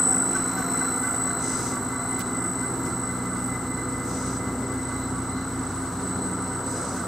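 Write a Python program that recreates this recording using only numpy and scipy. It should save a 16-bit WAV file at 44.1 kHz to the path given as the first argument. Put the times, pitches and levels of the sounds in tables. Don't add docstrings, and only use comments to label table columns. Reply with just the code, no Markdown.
import sys
import numpy as np
from scipy import signal
from scipy.fft import rfft, irfft
from scipy.io import wavfile
from scipy.ndimage import map_coordinates

SR = 44100
rng = np.random.default_rng(int(sys.argv[2]) if len(sys.argv) > 2 else 0)


def log_audio(samples):
    frames = np.atleast_2d(samples).T
    limited = np.clip(frames, -1, 1)
    pcm = np.round(limited * 32767).astype(np.int16)
    wavfile.write(sys.argv[1], SR, pcm)


N = 311787
T = np.arange(N) / SR
TURN_HZ = 4.385


def from_db(db):
    return 10 ** (np.asarray(db) / 20)


def unit(x):
    return x / np.sqrt(np.mean(abs(x) ** 2) + 1e-20)


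def curve(rows, t=T):
    return np.interp(t, *np.transpose(rows))


def over_hz(points):
    hz, value = np.transpose(points)
    return np.interp(np.log(np.fft.rfftfreq(N, 1 / SR) + 1), np.log(hz), value)


def drift(rate_hz):
    steps = rng.standard_normal(400)
    places = np.linspace(0, 14 * rate_hz, N // 100 + 1)
    return unit(map_coordinates(steps, [places], mode="wrap"))[np.arange(N) // 100]


def tone(hz, rough, waver_hz, wander_hz=0):
    waver = 1 + rough * (drift(waver_hz) + 1j * drift(waver_hz))
    turns = np.cumsum(hz + wander_hz * drift(waver_hz)) / SR
    return unit((waver * np.exp(2j * np.pi * (turns + rng.random()))).real)


# f/Hz, likeness/0-1
STEREO_LIKENESS = [(50, 0.94), (150, 0.97), (280, 1), (550, 0.97), (900, .99), (2000, .96), (3000, 0.98),
                   (6000, 0.59), (9000, 0.06), (15000, 0.22)]

def colour(x, spectrum):
    same = np.clip(over_hz(STEREO_LIKENESS), 0, 1)
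    mid = rfft(unit(x)) * np.sqrt(1 + same)
    side = rfft(rng.standard_normal(N)) * np.sqrt(1 - same)
    return unit(irfft(np.array([mid + side, mid - side]) * from_db(over_hz(spectrum)), N))


def hiss(spectrum):
    return colour(rng.standard_normal(N), spectrum)


# t/s, speed away from the motor/(m/s)
WALK = [(0, 0.23), (.4, -0.077), (.8, 0.025), (1.2, .26), (1.55, 0.31), (2, 0.18), (2.4, 0.095), (3, 0.22),
        (3.55, .34), (4, 0.079), (4.5, -0.043), (5.1, -0.092), (5.8, 0.021), (6.4, -0.27), (7.07, -0.25)]

def receded_db(start_m=0.37):
    metres = start_m + np.cumsum(curve(WALK)) / SR
    return 20 * np.log10(np.maximum(metres / start_m, .5))


def heard_walking(hz, wet_db, start_turns, sway_m_s=.08, shimmer=0.55, slant_rad=0.2, count=10):
    t = T[::100]
    away_m = np.cumsum(curve(WALK, t)) * t[1]
    phase_per_m = 2j * np.pi * hz / 343
    ahead, aside, phase, bearing = rng.uniform(-1, 1, (4, count, 1))
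    echoes = np.exp(phase_per_m * (ahead * away_m + aside * sway_m_s * t) + 1j * np.pi * phase)
    wet = from_db(wet_db)
    pair = []
    for side in (-1, 1):
        direct = np.exp(-phase_per_m * away_m + 1j * side * slant_rad)
        room = (echoes * np.exp(side * 1.7j * bearing)).sum(0) / np.sqrt(count)
        scatter = shimmer * (drift(14) + 1j * drift(12))[::100]
        pair.append(direct + wet * (room + scatter))
    power = 1 + wet ** 2 * (1 + 2 * shimmer ** 2)
    pair = unit(np.array(pair) / np.sqrt(power))
    wave = np.exp(2j * np.pi * (hz * T + start_turns))
    return np.sqrt(2) * np.array([(np.interp(T, t, path) * wave).real for path in pair])


# f/Hz, level/dB
FAR_WHINE = [(7973, -47), (8036, -47.5), (8070, -55)]

def far_inverter():
    return sum(from_db(db) * heard_walking(hz, wet_db=-3, start_turns=rng.random())
               for hz, db in FAR_WHINE)


# multiple of the carrier, of the drive frequency, of the rotor slot rate, level in the family/dB
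SIDEBANDS = [
    [(1, -3, 0, -11), (1, -1, 0, -9), (1, 1, 0, -12), (1, 3, 0, -3), (1, 5, 0, -8), (1, -1, 1, -15)],
    [(2, -6, 0, -26), (2, -4, 0, -17), (2, -2, 0, -7), (2, 0, 0, -3), (2, 2, 0, -6), (2, 4, 0, -18),
     (2, 6, 0, -29)],
    [(2, -2, -1, -13), (2, 0, -1, -6), (2, 2, -1, -2), (2, -2, 1, -4), (2, 0, 1, -7), (2, 2, 1, -13)],
    [(3, -1, -1, -11), (3, -9, 0, -17), (3, -3, 0, -7), (3, -1, 0, -12), (3, 1, 0, -12), (3, 3, 0, -3),
     (3, 9, 0, -15), (3, 1, 1, -13)],
]
# starting level/dB, fall with distance (1 = free field), change when turned away/dB, flicker/dB
WHINE_CARRY = [(-53, 0.78, 3, 2.5), (-28.5, 0.87, -3, 1.4), (-43, 0.72, -5.5, 1.2), (-53, 0.66, -2.5, 0.8)]
# t/s, half width/s, gain/dB
WHINE_BEAMS = [(0.71, 0.22, 6), (0.025, 0.28, 7), (.03, 0.31, 0.5), (0.61, 0.14, 3)]
# t/s, turned away from the motor/0-1
TURNED_AWAY = [(0, 0), (3.3, 0), (5.2, 0.8), (7.07, 0.74)]

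def motor_whine(carrier_hz=4000, drive_hz=27, slot_hz=386.5, lag_turns=.09, flicker_hz=3.3):
    away_db, turned = receded_db(), curve(TURNED_AWAY)
    wet_db = (-10 + .9 * away_db + 3 * turned)[::100]
    out = 0
    for family, carry, (s, width_s, beam_db) in zip(SIDEBANDS, WHINE_CARRY, WHINE_BEAMS):
        near_db, fall, turned_db, flicker_db = carry
        start, lines = rng.random(), 0
        for carrier, drive, slot, db in family:
            hz = carrier * carrier_hz + drive * drive_hz + slot * slot_hz
            lag = lag_turns * (drive / 2) ** 2
            lines += from_db(db) * heard_walking(hz, wet_db, start + lag + slot * rng.random())
        beam = beam_db * np.exp(-((T - s) / width_s) ** 2)
        level_db = near_db - fall * away_db + turned_db * turned + beam
        out += lines * from_db(level_db + flicker_db * drift(flicker_hz))
    return out


# f/Hz, level before trim/dB
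GEAR_TONES = [(76.2, -67), (82.1, -54), (107, -48), (167.6, -47.5), (267.7, -45), (298.1, -54.5),
              (339.1, -50.5), (397, -48.5), (456.2, -68), (492.6, -49), (955.5, -51.5), (1139.9, -53.5),
              (1232.1, -48), (1333, -47.5)]

def gear_tones(trim_db=-1):
    return sum(from_db(db + trim_db) * tone(hz, rough=.45, waver_hz=1.272) for hz, db in GEAR_TONES)


SHAFT_HZ = [61.1, 91.6, 121.9, 183.2, 246.3, 263.1]
# mean level/dB, swing/dB, antinode t/s, time between antinodes/s
STANDING_WAVES = [(-50, 6.5, 4.45, 9), (-51.5, 10, 5.64, 14), (-44, 5.5, 4.05, 12), (-44, 4, 3.3, 3.07),
                  (-45.5, 6, 2.64, 17), (-38, 2, 0.2, 4.64)]

def shaft_hum(beating_hz=183.2, beat_rate_hz=1.05, beat_depth=0.48, beat_peak_s=3.365):
    beat = 1 + beat_depth * np.cos(2 * np.pi * beat_rate_hz * (T - beat_peak_s))
    out = 0
    for hz, (db, swing_db, antinode_s, period_s) in zip(SHAFT_HZ, STANDING_WAVES):
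        level = from_db(db + swing_db * np.cos(2 * np.pi * (T - antinode_s) / period_s))
        out += level * (beat if hz == beating_hz else 1) * tone(hz, rough=.12, waver_hz=8)
    return out


def meshing(repeat):
    one_turn = rng.standard_normal(round(SR / TURN_HZ))
    return np.sqrt(repeat) * np.resize(one_turn, N) + np.sqrt(1 - repeat) * rng.standard_normal(N)


# f/Hz, relative level/dB
RUMBLE_SPECTRUM = [(20, -29), (45, -24), (70, -5), (95, -6), (140, -2.5), (230, 1), (330, -0.5), (420, -4),
                   (550, -11), (800, -12.5), (1500, -50), (3000, -72)]
CHURN_SPECTRUM = [(300, -12), (600, -5), (760, -3), (950, 5.5), (1070, 2.5), (1200, 6), (1420, 3),
                  (1550, 0), (1700, -4.5), (1930, -10.5), (2180, -8.5), (2450, -31), (3500, -41)]

def gearing(rumble_db=-35.5, sway_db=1.1, churn_db=-36, fall=0.34):
    rumble = from_db(rumble_db + sway_db * drift(1.96)) * colour(meshing(repeat=0.34), RUMBLE_SPECTRUM)
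    churn = from_db(churn_db - fall * receded_db()) * colour(meshing(repeat=0.38), CHURN_SPECTRUM)
    return rumble + churn


def each_turn(spots, rough, wander_hz=0):
    out = 0
    for place, length_s, hz, db in spots:
        from_peak_s = ((T * TURN_HZ - place + .5) % 1 - .5) / TURN_HZ
        swell = np.cos(np.pi * np.clip(from_peak_s / length_s, -.5, .5))
        out += from_db(db) * swell * tone(hz, rough, waver_hz=1 / length_s, wander_hz=wander_hz)
    return out


# place in the turn/0-1, length/s, f/Hz, relative level/dB
BEARING_NOTES = [(.06, .075, 2026, -1), (.345, .085, 2028, 3), (.6, .085, 2024, 3), (.8, .075, 2026, 0),
                 (.68, .11, 1143, 0)]
# t/s, level before trim/dB
BEARING_LEVEL = [(0.05, -55.5), (1.02, -49.5), (1.46, -52), (3.55, -49.5), (5.24, -52.5), (6.17, -65),
                 (6.38, -57.5), (7.0, -62)]

def bearing_squeal(trim_db=4, throbs_per_turn=7):
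    level = from_db(trim_db + curve(BEARING_LEVEL))
    throb = 1 + .4 * np.cos(2 * np.pi * throbs_per_turn * (TURN_HZ * T - .615))
    notes = each_turn(BEARING_NOTES, rough=0.32, wander_hz=2.63)
    return level * throb * notes * from_db([[-.7], [.7]])


# t/s, half width/s, f/Hz, bandwidth/Hz, level/dB
HALL_BOOMS = [(.5, 0.54, 306, 106, -43.5), (2.45, 0.12, 180, 22, -42.5), (2.8, 0.17, 357, 62, -37.5),
              (6.88, .27, 516, 170, -42)]

def hall_booms():
    out = 0
    for s, width_s, hz, width_hz, db in HALL_BOOMS:
        band = [(hz * np.exp(k * width_hz / hz), -12 * k ** 2) for k in np.linspace(-3, 3, 13)]
        out += from_db(db) * np.exp(-((T - s) / width_s) ** 2) * hiss(band)
    return out


def backlash(depth):
    per_turn = np.array([[7], [8], [11], [20]])
    cycles = per_turn * TURN_HZ * T + rng.random(per_turn.shape)
    return unit(np.exp(depth * np.cos(2 * np.pi * cycles).sum(0)))


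# f/Hz, relative level/dB
RATTLE_SPECTRUM = [(400, -9), (490, 2.5), (580, -38), (765, 2), (840, -18.5), (950, -2), (1080, -13),
                   (1330, 0), (1460, 1), (1560, -18), (1680, -8), (1900, -18), (2130, -12), (2400, -43.5),
                   (2750, -19.5), (3500, -93)]
# place in the turn/0-1, length/s, f/Hz, close level before trim/dB
TIGHT_SPOTS = [(0.015, 0.028, 1430, -36.5), (.3, 0.028, 1350, -37), (0.58, 0.032, 1519, -35.5),
               (0.65, 0.08, 1144, -42), (0.74, 0.026, 1510, -38.5), (0.843, 0.024, 1359, -33),
               (.96, 0.22, 696, -45), (0.48, 0.22, 759.6, -43.5)]

def gearbox(rattle_db=-38, ring_trim_db=2, fall=1.2):
    rattle = from_db(rattle_db) * backlash(depth=.45) * colour(meshing(repeat=.7), RATTLE_SPECTRUM)
    rings = from_db(ring_trim_db) * each_turn(TIGHT_SPOTS, rough=.45)
    return from_db(-fall * receded_db()) * (rattle + rings) * from_db([[-.3], [.3]])


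# f/Hz, relative level/dB
FITTINGS_SPECTRUM = [(2000, 6), (3200, -4), (4500, -10), (5250, 2), (5550, 11), (5800, 3), (6150, 4),
                     (6600, 4), (7200, 3), (9000, -11), (10500, -82), (16000, -43)]
# t/s, level/dB
BUZZ_LEVEL = [(0, -50), (.8, -44.5), (1.1, -55), (2.5, -55.5), (7.07, -56.5)]
TICKS = [(0.123, -43), (0.319, -48), (.353, -38), (.483, -66), (.581, -45), (1.268, -45), (2.86, -45),
         (5.69, -49)]

def loose_fittings(tick_t60_s=0.14):
    level = from_db(curve(BUZZ_LEVEL)) * backlash(depth=0.18)
    for s, db in TICKS:
        level += from_db(db - 60 * abs(T - s) / tick_t60_s) * (T >= s)
    return level * hiss(FITTINGS_SPECTRUM)


# f/Hz, relative level/dB
FAN_SPECTRUM = [(1000, 9.5), (2400, -7.5), (2800, -0.5), (3300, -4), (4100, 2.5), (5000, -0.5), (5600, 0.5),
                (7200, 3), (8200, 8), (9300, 1), (10400, -12), (12000, -14), (13000, -10), (16000, -11)]
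# t/s, level/dB
FAN_LEVEL = [(0, -43), (.7, -45.5), (1.1, -43), (2.3, -45), (3.8, -45.5), (4.8, -44.5), (7.07, -44)]

def fan(flicker_db=1.0):
    return from_db(curve(FAN_LEVEL) + flicker_db * drift(22)) * hiss(FAN_SPECTRUM)


# f/Hz, relative level/dB
BRUSH_SPECTRUM = [(1000, -7), (3300, -11.5), (4200, -3), (4500, -7.5), (5000, 3.5), (5350, -6), (5740, 7),
                  (6000, 3.5), (7500, 4), (8700, 6.5), (9700, -2.5), (10400, -49), (13000, -21),
                  (16000, -34)]
# start t/s, length/s, level at its middle/dB
BELT_BRUSHES = [(1.377, 0.41, -36.7), (4.02, 0.41, -41), (6.649, 0.42, -41.5)]

def belt(rise_s=0.082, fall_s=0.097, shoulder_db=0.5):
    level = 0
    for s, length_s, db in BELT_BRUSHES:
        edges = np.clip(np.minimum((T - s) / rise_s, (s + length_s - T) / fall_s), 0, 1)
        shoulders = shoulder_db * (1 - np.sin(np.pi * (T - s) / length_s))
        level += edges * from_db(db + shoulders)
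    return level * hiss(BRUSH_SPECTRUM)


# t/s, relative height
BODY_SNAPS = [(2.1921, .16), (2.1944, .36)]

def handling(scuff_s=2.21, half_length_s=0.015, scuff_db=-35, left_db=-10, right_db=2):
    swell = np.cos(np.pi / 2 * np.clip((T - scuff_s) / half_length_s, -1, 1))
    out = from_db(scuff_db) * swell * hiss([(500, -4), (3000, 1), (9000, 2), (16000, -5)])
    snap = np.array([.12, .3, -1, .3, .18, .1])
    for s, height in BODY_SNAPS:
        start = round(s * SR)
        out[:, start:start + len(snap)] += height * snap
    return out * from_db([[left_db], [right_db]])


def scene():
    tones = far_inverter() + motor_whine() + gear_tones() + shaft_hum()
    gears = gearing() + bearing_squeal() + hall_booms() + gearbox() + loose_fittings()
    return tones + gears + fan() + belt() + handling()


def record(dry):
    lowpass = signal.firwin(511, 15750, window=("kaiser", 9), fs=SR)
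    return signal.oaconvolve(dry, lowpass[None], "same")


dry = scene()
out = record(dry)
log_audio(out)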